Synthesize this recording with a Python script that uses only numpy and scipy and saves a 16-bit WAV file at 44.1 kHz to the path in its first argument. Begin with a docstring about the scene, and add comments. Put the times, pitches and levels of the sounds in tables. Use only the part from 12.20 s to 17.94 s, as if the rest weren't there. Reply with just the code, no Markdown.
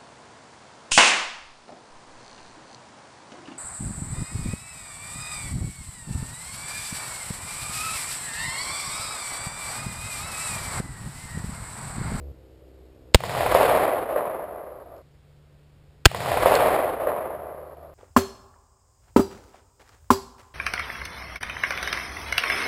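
"""Two rifle shots on a snowy hillside: each is a burst of gas noise with a shock front, then suction,
that overloads a nearby microphone for a few milliseconds. The same long echo, filtered noise and slaps,
rolls back from burnt trunks and far slopes, ever duller, while a low wave sinks in pitch along the snow.
Damped modes give small metal clicks; harmonics and filtered noise make a distant engine hum over faint
air and hiss. Coarse sampling and holding adds a gritty mirror image in the treble."""
import sys
import numpy as np
from scipy import signal
from scipy.fft import rfft, irfft
from scipy.io import wavfile
from scipy.ndimage import uniform_filter1d

SR = 44100
rng = np.random.default_rng(int(sys.argv[2]) if len(sys.argv) > 2 else 0)


def generate_wav(sig):
    """Save sig (samples, or channels by samples) to the path in sys.argv[1] as 16-bit PCM at SR."""
    pcm = np.round(np.clip(np.atleast_2d(sig).T, -1, 1) * 32767).astype(np.int16)
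    wavfile.write(sys.argv[1], SR, pcm)


N = 253134
ECHO_LENGTH = int(1.9 * SR)
TIME = np.arange(N) / SR
DELAY = TIME[:ECHO_LENGTH]   # seconds since a shot


def from_db(db):
    """Level to amplitude: 20 dB is a factor of ten."""
    return 10 ** (np.asarray(db) / 20)


def rms_one(x):
    """Normalization of power: scale to an rms of 1."""
    return x / np.sqrt(np.mean(x ** 2) + 1e-20)


def at_hz(points, hz):
    """Spectral interpolation: levels vary linearly along a log-frequency axis."""
    points = np.array(points)
    return np.interp(np.log(hz + 1), np.log(points[:, 0]), points[:, 1])


def butter(x, hz, kind, order=2):
    """Causal filtering with a maximally flat (Butterworth) passband."""
    sos = signal.butter(order, hz, kind, fs=SR, output="sos")
    return signal.sosfilt(sos, x + 1e-18)


def add(out, s, sound):
    """Superposition: mix a sound in, in place, at s seconds."""
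    start = max(round(s * SR), 0)
    room = out[start:start + len(sound)]
    room += sound[:len(room)]


def drift(rate, size):
    """Slow random modulation: straight lines between unit-spread random knots, rate knots a second."""
    knots = rng.standard_normal(4096)
    return np.interp(np.arange(size) / SR * rate, np.arange(len(knots)), knots)


def causal(gain):
    """Minimum phase by folding the cepstrum: nothing sounds before its cause."""
    cepstrum = irfft(np.log(gain))
    half = len(cepstrum) // 2
    folded = np.r_[cepstrum[0], 2 * cepstrum[1:half], np.zeros(half)]
    return np.exp(rfft(folded))


# relative spectrum of still air and microphone hiss: pitch_hz [Hz], level_db [dB per Hz]
AIR_SPECTRUM = [(25, -4.5), (45, -1), (90, -2.5), (160, -10.5), (220, -17.5), (350, -19), (600, -21),
                (1000, -27), (2000, -30.5), (4500, -34), (5600, -37), (7000, -57)]


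def air(level_db=-55):
    """Spectral shaping of white noise: a faint rumble under an even hiss."""
    hz = np.fft.rfftfreq(N, 1 / SR)
    white = rfft(rng.standard_normal(N))
    shaped = irfft(white * from_db(at_hz(AIR_SPECTRUM, hz)), N)
    return from_db(level_db) * rms_one(shaped)


# stretches of engine hum, joined abruptly: start_s [s], firing_rate_hz [Hz], first_harmonic_db [dB],
# second_harmonic_db [dB], exhaust_rasp_db [dB]; levels are before the random drift
ENGINE_STRETCHES = [(0, 69.5, -36, -54.5, -50.5), (.118, 64.35, -51.5, -64.5, -55),
                    (.95, 64.36, -57, -73, -58), (2.82, 72.6, -61.5, -57, -68.5),
                    (3.86, 75.4, -52, -62.5, -71)]


def engine(pipe_hz=385, pipe_width=0.45, waver=.005, throb=.6):
    """Periodic excitation of a resonance: two low harmonics, with firing pulses and gas in the exhaust."""
    starts, *columns = np.transpose(ENGINE_STRETCHES)
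    row = np.maximum(np.searchsorted(starts, TIME, "right") - 1, 0)
    # a few milliseconds of smoothing softens each join
    hz, first_db, second_db, rasp_db = [uniform_filter1d(c[row], size=128) for c in columns]
    phase = 2 * np.pi * np.cumsum(hz * (1 + waver * drift(5, N))) / SR
    first = from_db(first_db) * np.sin(phase)
    second = from_db(second_db) * np.sin(2 * phase)
    hum = np.sqrt(2) * (first + second)

    # on the long way through the air each harmonic of the rasp fades and drifts on its own
    pulses = np.zeros(N)
    for k in range(3, 12):
        resonance = np.exp(-(np.log(k * hz / pipe_hz) / pipe_width) ** 2)
        fading = from_db(2.4 * drift(5, N))
        pulses += resonance * fading * np.cos(k * phase + 1.1 * drift(3.1, N))

    gas = butter(rng.standard_normal(N), [290, 560], "band")
    puffs = gas * (1 + throb * np.cos(phase))
    rasp = rms_one(rms_one(pulses) + .75 * rms_one(puffs))
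    return hum * from_db(1.2 * drift(7.7, N)) + from_db(rasp_db) * rasp


# clicks of spent cases and of the rifle being handled: start_s [s],
# level_db [dB, of the contact noise before its filter and decay]
CLICKS = [(0.9400, -29), (1.3440, -22), (2.7650, -53), (2.7800, -58), (3.8504, -28), (4.3530, -14),
          (5.5700, -56)]
# modes of the metal: pitch_hz [Hz], relative level_db [dB], t60_s [s, time to decay by 60 dB]
METAL_MODES = [(2500, 0, .008), (3300, -4, .007), (4450, 0, .007), (5300, -1, .006)]


def metal_clicks():
    """Modal synthesis: a sharp snap of contact sets the damped modes of the metal ringing."""
    out, t = np.zeros(N), TIME[:SR // 20]
    modes = sum(from_db(db - 60 * t / t60) * np.sin(2 * np.pi * hz * t) for hz, db, t60 in METAL_MODES)
    modes = modes / np.linalg.norm(modes)
    snap = np.exp(-t / .003)
    for s, db in CLICKS:
        contact = butter(rng.standard_normal(len(t)), 2000, "high") * snap
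        ring = signal.fftconvolve(contact, modes)[:len(t)]
        add(out, s, from_db(db) * (contact + .5 * ring))
    return out


def envelope(delay, rise, hold, fade_db_per_s):
    """Energy build-up and exponential decay: gain rises, holds and dies away after the delay."""
    since = DELAY - delay
    fade = from_db(-fade_db_per_s * np.maximum(since - rise - hold, 0))
    return np.clip(since / rise, 0, 1) * fade


# land that throws the shot back, in order the burnt wood nearby, the foot of the facing slope,
# its upper part, the ridge beyond: delay_s [s], level_db [dB], rise_s [s], hold_s [s], fade [dB per s]
SLOPES = [(0.03, -23.5, 0.28, 0.12, 38), (.39, -16.5, .025, 0.075, 84), (.525, -17, 0.03, 0.027, 34),
          (0.854, -28, .12, 0.14, 25.5)]


def land_gain():
    """Incoherent summation: reflections from the slopes add up in power at each delay."""
    gains = [from_db(db) * envelope(delay, rise, hold, fade) for delay, db, rise, hold, fade in SLOPES]
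    return np.sqrt(sum(gain ** 2 for gain in gains))


def scatter(per_s=4000, spread_db=2.5, smooth=0.83, patchy_db=2.0, patches_per_s=70):
    """Diffuse scattering: patches of brush and far trees return a dense rain of weak reflections."""
    strength_db = spread_db * np.minimum(rng.exponential(1, ECHO_LENGTH), 3)
    sizes = from_db(strength_db) * rng.choice([-1, 1], ECHO_LENGTH)
    sparse = rms_one(sizes * (rng.random(ECHO_LENGTH) < per_s / SR))
    weak = sparse + smooth * rng.standard_normal(ECHO_LENGTH)
    patches = from_db(patchy_db * drift(patches_per_s, ECHO_LENGTH))
    return rms_one(weak * patches) * land_gain()


# big trunks and banks that stand out: delay_s [s], level_db [dB, before the boosts in reflectors]
BIG_REFLECTORS = [(0.06, -31.5), (0.092, -23.5), (0.15, -26), (0.205, -23), (0.231, -23), (0.262, -18),
                  (0.287, -24), (0.317, -16), (0.377, -15.5), (0.404, -10.5), (0.466, -13.5), (0.551, -14),
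                  (0.606, -15.5), (0.628, -18.5), (1.016, -20.5), (1.063, -22.5), (1.108, -21)]
# lesser trunks: the quietest relative to the land around them; the loudest are two spreads above
TRUNKS_PER_S, TRUNK_DB, TRUNK_SPREAD_DB = 48, -1.1, 2


def reflectors(big_db=2.0, near_db=5.5, near_s=.25, count=120):
    """Discrete reflection: rows (delay s, gain) of big reflectors, boosted most when near, then trunks."""
    big = []
    for delay, db in BIG_REFLECTORS:
        boost_db = big_db + near_db * np.exp(-delay / near_s)
        big.append((delay, from_db(db + boost_db)))
    # lesser trunks stand at uneven distances
    delays = (np.arange(count) + rng.random(count)) / TRUNKS_PER_S
    trunk_db = TRUNK_DB + TRUNK_SPREAD_DB * rng.uniform(0, 2, count)
    gains = np.interp(delays, DELAY, land_gain()) * from_db(trunk_db)
    return big + list(zip(delays, gains))


def slaps(second_path=.5, second_path_s=.0017, twig_db=-2, twig_s=.003):
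    """Multipath reflection: each reflector gives a dull slap, one more via the ground, and a twig splash."""
    out = np.zeros(ECHO_LENGTH)
    splash = np.exp(-TIME[:SR // 100] / twig_s)   # twigs answer within a few ms
    rows = reflectors()
    noises = rng.standard_normal((len(rows), len(splash)))
    for (delay, gain), twigs in zip(rows, noises):
        pulse = from_db(twig_db) * twigs * splash / np.linalg.norm(splash)
        pulse[0] = -1
        # the extra path by way of the ground differs a little between reflectors
        add(pulse, second_path_s * (1 + 0.194 * twigs[0]), [-second_path])
        add(out, delay, pulse / np.linalg.norm(pulse) * gain)
    # the level is that of a slap about 3 ms long, with little treble
    return butter(out, 2000, "low") * np.sqrt(.003 * SR)


# relative colour of an echo that has travelled for half a second: pitch_hz [Hz], level_db [dB]
ECHO_COLOUR = [(60, -19), (130, -18), (220, -16.5), (330, -10.5), (450, -4), (600, 0.5), (720, -1),
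               (860, -7), (1120, -8), (1450, -14.5), (2000, -16), (3000, -23), (4200, -28.5), (5500, -34.5)]
# extra loss on longer paths, growing with the root of the delay: pitch_hz [Hz], loss [dB per root s]
TRAVEL_LOSS = [(60, 15.5), (200, 7.5), (350, 0.5), (600, -0.5), (850, 11), (1150, 6), (2000, 21),
               (3200, 36.5), (5500, 54)]


def hillside(size=16384):
    """Absorption along the path: later reflections lose more treble to the air and bass to the snow."""
    clicks = scatter() + slaps()
    out, hz = np.zeros(ECHO_LENGTH), np.fft.rfftfreq(size, 1 / SR)
    step = SR // 10
    top_cut = 1 / np.sqrt(1 + (hz / 5700) ** 30)
    # overlapping triangular windows cross-fade from one colour to the next
    for centre in range(0, ECHO_LENGTH + step, step):
        start = max(centre - step, 0)
        part = clicks[start:centre + step]
        part = part * (1 - np.abs(start + np.arange(len(part)) - centre) / step)
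        further = np.sqrt(centre / SR + .05) - np.sqrt(.55)   # zero at half a second
        colour_db = at_hz(ECHO_COLOUR, hz) - further * at_hz(TRAVEL_LOSS, hz)
        gain = from_db(colour_db) * top_cut
        add(out, start / SR, irfft(rfft(part, size) * causal(rms_one(gain))))
    return out


# the wave that clings to the snow sinks in pitch, its lowest part arriving last
GROUND_START_HZ, GROUND_END_HZ, GROUND_SINK_S = 137.5, 66, .28
GROUND_DB, GROUND_RISE_S, GROUND_HOLD_S, GROUND_FADE_DB_PER_S = -34.5, .13, .33, 43.5


def ground_wave(width_hz=110, evenness=.3):
    """Dispersion of a surface wave: narrow-band rumble sinks in pitch, its swells partly evened out."""
    sink = 1 / (1 + (DELAY / GROUND_SINK_S) ** 3)
    hz = GROUND_END_HZ + (GROUND_START_HZ - GROUND_END_HZ) * sink
    swell = drift(width_hz, ECHO_LENGTH) + 1j * drift(width_hz, ECHO_LENGTH)
    swell /= np.abs(swell) ** evenness
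    carrier = np.exp(2j * np.pi * np.cumsum(hz) / SR)
    rumble = rms_one(np.real(swell * carrier))
    return rumble * from_db(GROUND_DB) * envelope(0, GROUND_RISE_S, GROUND_HOLD_S, GROUND_FADE_DB_PER_S)


def blast(jet_db, jet_s, jet_hz, front_s, push=2.7, arrival=.45, suction=2.13, suction_end_s=.0101,
          refill_s=.0016, crackle_db=-19, crackle_s=0.0015, hiss_db=-45):
    """Overpressure and rarefaction: a ragged burst, then suction pins the microphone until air flows back."""
    t = TIME[:SR // 10]
    noise = butter(rng.standard_normal(len(t)), jet_hz, "low", order=3)
    gas = rms_one(butter(noise, 1800, "high", order=1))
    jet = from_db(jet_db) * gas * np.interp(t / jet_s, [0, .1, 1, 1.06], [0.075, 0.87, 0.9, 0.0033])

    # the N-shaped shock front passes midway through the jet
    passed = (t - arrival * jet_s) / front_s
    shock = push * (1 - 2 * passed) * (passed > 0) * (passed < 1)
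    front = shock - np.interp(t / jet_s, [1, 1.1], [0, suction])
    refill = np.interp((t - suction_end_s) / refill_s, [0, .06, .7, 1], [1, 0.45 / suction, .5 / suction, 0])

    # the ground close by scatters the blast as a short crackle and a fading hiss
    since = np.maximum(t - suction_end_s, 0)
    crackle = from_db(crackle_db) * np.exp(-since / crackle_s)
    hiss = from_db(hiss_db) * np.exp(-since / 0.026)
    return jet + front * refill + gas * (since > 0) * (crackle + hiss)


# shots: start_s [s], echo_db [dB, gain of the land's answer], jet_db [dB, gas jet before its envelope],
# jet_length_s [s], jet_brightness_hz [Hz, low-pass corner], shock_front_s [s]
SHOTS = [(0.9451, -1.5, -2, 0.0044, 4130, .0018), (3.8549, -1.5, 3, .0058, 3900, .0016)]
FIRST_ECHO_END_S = 2.82


def rifle():
    """Linear response from one spot: the land answers both shots alike; the first answer stops short."""
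    out = np.zeros(N)
    answer = hillside() + ground_wave()
    echo_ends = [FIRST_ECHO_END_S, N / SR]
    for (s, echo_db, jet_db, jet_s, jet_hz, front_s), end in zip(SHOTS, echo_ends):
        add(out, s, blast(jet_db, jet_s, jet_hz, front_s))
        add(out, s, from_db(echo_db) * answer * (s + DELAY < end))
    return out


def scene():
    """Superposition of all the pressures that reach the microphone."""
    return (air() + engine() + metal_clicks() + rifle())[None]


SAMPLING_HZ, CUTOFF_HZ = 12000, 15400


def record(dry, coupling_hz=50, headroom=0.98):
    """Saturation, then imaging: the preamplifier clips and sags; held samples mirror the spectrum upward."""
    saturated = np.clip(dry, -headroom, headroom)
    sagging = butter(saturated, coupling_hz, "high", order=1)
    coarse = np.clip(signal.resample_poly(sagging, SAMPLING_HZ, SR, axis=-1), -1, 1)
    # each coarse sample is held as eight equal fine ones
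    steps = np.repeat(coarse, 8, axis=-1)
    held = signal.resample_poly(steps, SR, 8 * SAMPLING_HZ, axis=-1)[:, :N]
    return signal.sosfilt(signal.ellip(10, .1, 70, CUTOFF_HZ, fs=SR, output="sos"), held)


dry = scene()
out = record(dry)
generate_wav(out)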